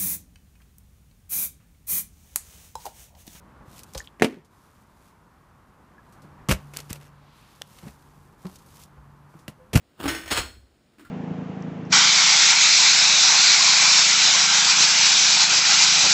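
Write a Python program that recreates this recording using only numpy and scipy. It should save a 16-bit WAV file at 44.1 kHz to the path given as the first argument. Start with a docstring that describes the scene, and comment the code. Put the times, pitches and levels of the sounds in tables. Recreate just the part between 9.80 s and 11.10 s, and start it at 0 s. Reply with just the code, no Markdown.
"""A steel paddock stand rattles and crashes as a motorcycle is rolled off it in a small garage.
The stand's wheels grind over grit, its loose hooks rattle, and the bike lands with dull knocks and
a low boom. The tube frame crashes and rebounds, its paired modes beating as they decay. A shoe is
set down and a small part clicks. Each impact excites a damped vibration and the room's reverberation."""
import sys
import numpy as np
from scipy import signal
from scipy.fft import rfft, irfft
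from scipy.io import wavfile
from scipy.ndimage import uniform_filter1d

SR = 44100
rng = np.random.default_rng(int(sys.argv[2]) if len(sys.argv) > 2 else 0)


def materialize(psi):
    """Save the field psi as 16-bit PCM at rate SR to the path in sys.argv[1].

    A 1-D psi becomes a single channel; in a 2-D psi each row is a channel.
    """
    bounded = np.clip(np.atleast_2d(psi).T, -1, 1)
    quanta = np.round(bounded * 32767).astype(np.int16)
    wavfile.write(sys.argv[1], SR, quanta)


N = 57330
T = np.arange(N) / SR
BIN_HZ = np.arange(N // 2 + 1) * SR / N


def from_db(db):
    """Amplitude grows tenfold for every 20 dB."""
    return 10 ** (np.asarray(db) / 20)


def at_hz(points, hz):
    """Interpolation on a logarithmic frequency axis."""
    frequencies, values = np.transpose(points)
    return np.interp(np.log(np.maximum(hz, 1)), np.log(frequencies), values)


def noise(spectrum):
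    """Spectral shaping: white noise is weighted by frequency and scaled to unit rms."""
    x = irfft(rfft(rng.standard_normal(N)) * from_db(at_hz(spectrum, BIN_HZ)), N)
    return x / x.std()


def decay(hits, t60, attack_s=.0005):
    """Incoherent summation: the envelope of impacts whose energies add and decay exponentially."""
    energy = np.zeros(N)
    for s, db in hits:
        energy[int(s * SR)] += from_db(db) ** 2
    retained = np.exp(-2 * np.log(1000) / (t60 * SR))
    amplitude = np.sqrt(signal.lfilter([1], [1, -retained], energy + 1e-24))
    lag = np.exp(-1 / (attack_s * SR))
    return signal.lfilter([1 - lag], [1, -lag], amplitude)


# Reverberation of the garage: (frequency [Hz], T60 [s])
GARAGE_T60 = [(60, 0.54), (250, 0.55), (1000, 0.33), (3000, 0.3666), (6000, 0.3457), (15000, 0.41)]
def impacts(hits, spectrum, level_db, ring_t60, room_db):
    """Impact noise: a contact transient, a decay of dense modes, and reverberation band by band."""
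    contact = from_db(-3) * decay(hits, t60=.0033)
    direct = noise(spectrum) * np.hypot(decay(hits, ring_t60), contact)
    diffuse = rfft(noise(spectrum))
    centres, tail = np.geomspace(60, 15000, 9), 0
    for centre, weights in zip(centres, np.eye(len(centres))):
        band = irfft(diffuse * at_hz(np.c_[centres, weights], BIN_HZ), N)
        tail = tail + band * decay(hits, at_hz(GARAGE_T60, centre))
    return from_db(level_db) * (direct + from_db(room_db) * tail)


def ring(hits, modes, scatter_db=.5):
    """Modal superposition: each blow lands on another spot, so it drives each mode differently."""
    out = np.zeros(N)
    for hz, mode_db, t60 in modes:
        blows = [(s, db - scatter_db * rng.standard_normal()) for s, db in hits]
        out += from_db(mode_db) * decay(blows, t60) * np.sin(2 * np.pi * (hz * T + rng.random()))
    return out


# Background of the garage: (frequency [Hz], relative level [dB])
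AIR_SPECTRUM = [(25, -18), (55, -4.5), (90, -8), (170, -9.5), (270, -6.5), (420, -14.5), (600, -15),
                (850, -21), (1700, -23), (4500, -27.5), (15000, -37)]
def air():
    """Stationary noise: the quiet air of the room, strongest in the bass."""
    return from_db(-63) * noise(AIR_SPECTRUM)


# Swell of the grinding as the stand tips: (time [s], relative level [dB])
ROLL_ENVELOPE = [(0, -55), (.07, -37), (.17, -28.5), (.188, -16.5), (.204, 1.5), (.226, 0), (.25, 5),
                 (.30, -46), (.36, -60)]
# Wheels on the floor: (frequency [Hz], relative level [dB])
ROLL_SPECTRUM = [(40, -10), (130, 2), (330, 7), (600, -5), (1000, -3.5), (1500, 0.5), (2100, -21),
                 (2900, -7), (4500, -19), (8000, -19.5), (15000, -15.5)]
def stand_wheels(level_db=-39, grit_db=2.5):
    """Roughness excitation: grit under the small wheels modulates their rolling noise."""
    grit = uniform_filter1d(rng.standard_normal(N), size=130)
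    swell_db = np.interp(T, *np.transpose(ROLL_ENVELOPE))
    return noise(ROLL_SPECTRUM) * from_db(level_db + swell_db + grit_db * grit / grit.std())


# Mode clusters of the tube wall: (frequency [Hz], bandwidth [Hz], relative gain [1])
WALL_CLUSTERS = [(3240, 110, .6), (4270, 200, .8), (5360, 220, 1), (6650, 240, 1), (7770, 220, .7),
                 (8650, 220, .45), (10150, 200, .4)]
def tube_wall(x, cluster_db):
    """Resonance: the wall reinforces the bands in which its modes crowd together."""
    peaks = sum(gain * signal.lfilter(*signal.iirpeak(hz, hz / width_hz, fs=SR), x)
                for hz, width_hz, gain in WALL_CLUSTERS)
    return x + from_db(cluster_db) * peaks


# Hook contacts as the stand swings up: (time [s], relative level [dB])
HOOK_HITS = [(.2025, -23), (.279, 0), (.284, -3.5), (.290, -2), (.303, -16.5), (.324, -28.5), (.347, -6.5),
             (.364, -14), (.385, -19), (.412, -18.5), (.435, -20), (.459, -14.5), (.477, -10.5),
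             (.485, -16.5), (.503, -6.5)]
# Their impact noise: (frequency [Hz], relative level [dB])
HOOK_SPECTRUM = [(80, -14), (200, -6), (400, -5), (900, -5), (2000, 1), (3300, -7), (4900, -12),
                 (6300, -6.5), (7200, -16), (8600, -11.5), (11000, -12.5), (15000, -14)]
# Modes they excite: (frequency [Hz], relative level [dB], T60 [s])
HOOK_MODES = [(1519, -33, .52), (1846, -31, .38), (2130, -38, .35), (2243, -41, .3), (2925, -36, .33),
              (2971, -39, .33), (3435, -39, .37), (3521, -37, .26), (4274, -44, .3), (5305, -37, .26),
              (5450, -40, .22), (6560, -42, .22), (6680, -40, .25), (8479, -43, .18), (10150, -47, .3)]
def hook_rattle():
    """Intermittent contact: loose hooks strike repeatedly and the lightly damped steel rings on."""
    rattle = impacts(HOOK_HITS, HOOK_SPECTRUM, level_db=-25, ring_t60=.041, room_db=-5.5)
    return tube_wall(rattle, cluster_db=2) + from_db(-5) * ring(HOOK_HITS, HOOK_MODES)


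# Jolts of the bike's weight: (time [s], relative level [dB])
JOLTS = [(.205, -10.5), (.25, -1), (.28, -5.5), (.44, -10.5), (.512, -3), (.585, -1), (.70, -14),
         (.77, -12)]
# Modes of tyre and floor: (frequency [Hz], relative level [dB], T60 [s])
BOOM_MODES = [(53.3, -43.5, .4), (65.07, -34.5, 0.44), (76, -40, .4), (97.8, -36.5, 0.22)]
def bike_boom(cutoff_hz=130):
    """Mass-spring resonance: the heavy bike rocks on its tyre and jolts the floor."""
    return signal.sosfilt(signal.butter(2, cutoff_hz, fs=SR, output="sos"), ring(JOLTS, BOOM_MODES))


# Landing of the rear wheel: (time [s], relative level [dB])
LANDING_HITS = [(.230, -8), (.240, -5.5), (.2555, -1), (.262, -3.5), (.277, -3.5)]
# Dull body of the bike: (frequency [Hz], relative level [dB])
CHASSIS_SPECTRUM = [(40, -25), (130, -4), (220, -6.5), (300, 7), (480, -6.5), (900, -6.5), (1350, -8),
                    (2500, -13), (4500, -17), (6500, -25.5), (10000, -19.5), (15000, -23)]
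# Its modes: (frequency [Hz], relative level [dB], T60 [s])
CHASSIS_MODES = [(277, -26, .16), (328, -31, .55), (362, -39, .14), (585, -43, .15)]
def bike_knocks():
    """Damped free vibration: swingarm and chassis knock as they take the weight."""
    knocks = impacts(LANDING_HITS, CHASSIS_SPECTRUM, level_db=-24, ring_t60=.05, room_db=-8)
    return knocks + from_db(-1.5) * ring(LANDING_HITS, CHASSIS_MODES)


# Crash and rebounds of the stand: (time [s], relative level [dB])
FRAME_HITS = [(.509, -3.5), (.5135, 0), (.523, -0.5), (.532, -18), (.546, -8), (.558, -5.5), (.566, -6),
              (.5735, 0.5), (.580, -9), (.585, -5.5), (.593, -9), (.606, -34), (.652, -29)]
# Their impact noise: (frequency [Hz], relative level [dB])
FRAME_SPECTRUM = [(50, 0.5), (150, -3), (300, 0.5), (700, -3.5), (1400, 1.5), (2800, -1.5), (4300, -5),
                  (5900, -9), (7800, -8.5), (10500, -12.5), (15000, -14.5)]
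# Modes of the tube frame: (frequency [Hz], relative level [dB], T60 [s])
FRAME_MODES = [(722, -38, .2), (1067, -41, .26), (1216, -35, .22), (1352, -35.5, .22), (1405, -39, .32),
               (1592, -39, .22), (1681, -38, .24), (2024, -39, .22), (2404, -38, .22), (2578, -38, .22),
               (2964, -36, .22), (3240, -36, .3), (3685, -41, .22), (4190, -42, .42), (4283, -38, .44),
               (5360, -40, .28), (6632, -45, .3), (7690, -43, .3), (7811, -46, .45), (8753, -47, .32)]
def stand_crash(mean_split_hz=31.03, twin_db=-6):
    """Beating: a struck tube's modes come in close pairs that pulse at their difference frequency."""
    crash = impacts(FRAME_HITS, FRAME_SPECTRUM, level_db=-21, ring_t60=.093, room_db=-12.5)
    twins = [(hz + mean_split_hz * rng.uniform(.7, 1.3), db + twin_db, t60)
             for hz, db, t60 in FRAME_MODES]
    beating = ring(FRAME_HITS, FRAME_MODES) + ring(FRAME_HITS, twins)
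    return tube_wall(crash, cluster_db=2.5) + from_db(-5) * beating


# Contacts of sole and floor: (time [s], relative level [dB])
SHOE_HITS = [(1.120, -23), (1.135, -18.5), (1.183, -6), (1.1945, 0), (1.208, -5), (1.223, -10)]
# Their impact noise: (frequency [Hz], relative level [dB])
SHOE_SPECTRUM = [(50, -11), (150, -14.5), (290, 13), (550, -15), (900, -13), (1400, -3.5), (2500, -12.5),
                 (5000, -20), (15000, -22)]
def shoe():
    """Compliant impact: a soft step puts most of its energy into low frequencies."""
    return impacts(SHOE_HITS, SHOE_SPECTRUM, level_db=-45, ring_t60=.095, room_db=-7.5)


# Clicks of a small part: (time [s], relative level [dB])
PART_HITS = [(1.249, 1.5), (1.255, -2), (1.267, -5.5)]
# Their impact noise: (frequency [Hz], relative level [dB])
PART_SPECTRUM = [(100, 9), (300, -20), (800, -8.5), (1450, 3.5), (2200, -7.5), (5000, -14), (15000, -16.5)]
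# Modes of the part: (frequency [Hz], relative level [dB], T60 [s])
PART_MODES = [(1390, -51.5, 0.12), (1460, -64, 0.12)]
def small_part():
    """Impulse excitation: a light metal part on the bike clicks and rings briefly."""
    clicks = impacts(PART_HITS, PART_SPECTRUM, level_db=-50, ring_t60=.056, room_db=-9)
    return clicks + ring(PART_HITS, PART_MODES)


def scene():
    """Linear superposition: the pressures of all sources add in one channel."""
    roll_off = stand_wheels() + hook_rattle() + bike_boom() + bike_knocks() + stand_crash()
    return (air() + roll_off + shoe() + small_part())[None]


# Dips in the microphone's response: (frequency [Hz], bandwidth per pass [Hz])
MIC_DIPS = [(6020, 390), (11950, 2050)]
def record(dry, low_cut_hz=36, stopband_hz=15900):
    """Frequency response: the microphone loses deep bass, two bands of treble and the very top."""
    x = signal.sosfilt(signal.butter(4, low_cut_hz, "high", fs=SR, output="sos"), dry)
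    for hz, width_hz in MIC_DIPS:
        b, a = signal.iirnotch(hz, hz / width_hz, fs=SR)
        x = signal.lfilter(b, a, signal.lfilter(b, a, x))
    return signal.sosfilt(signal.cheby2(20, 60, stopband_hz, fs=SR, output="sos"), x)


dry = scene()
out = record(dry)
materialize(out)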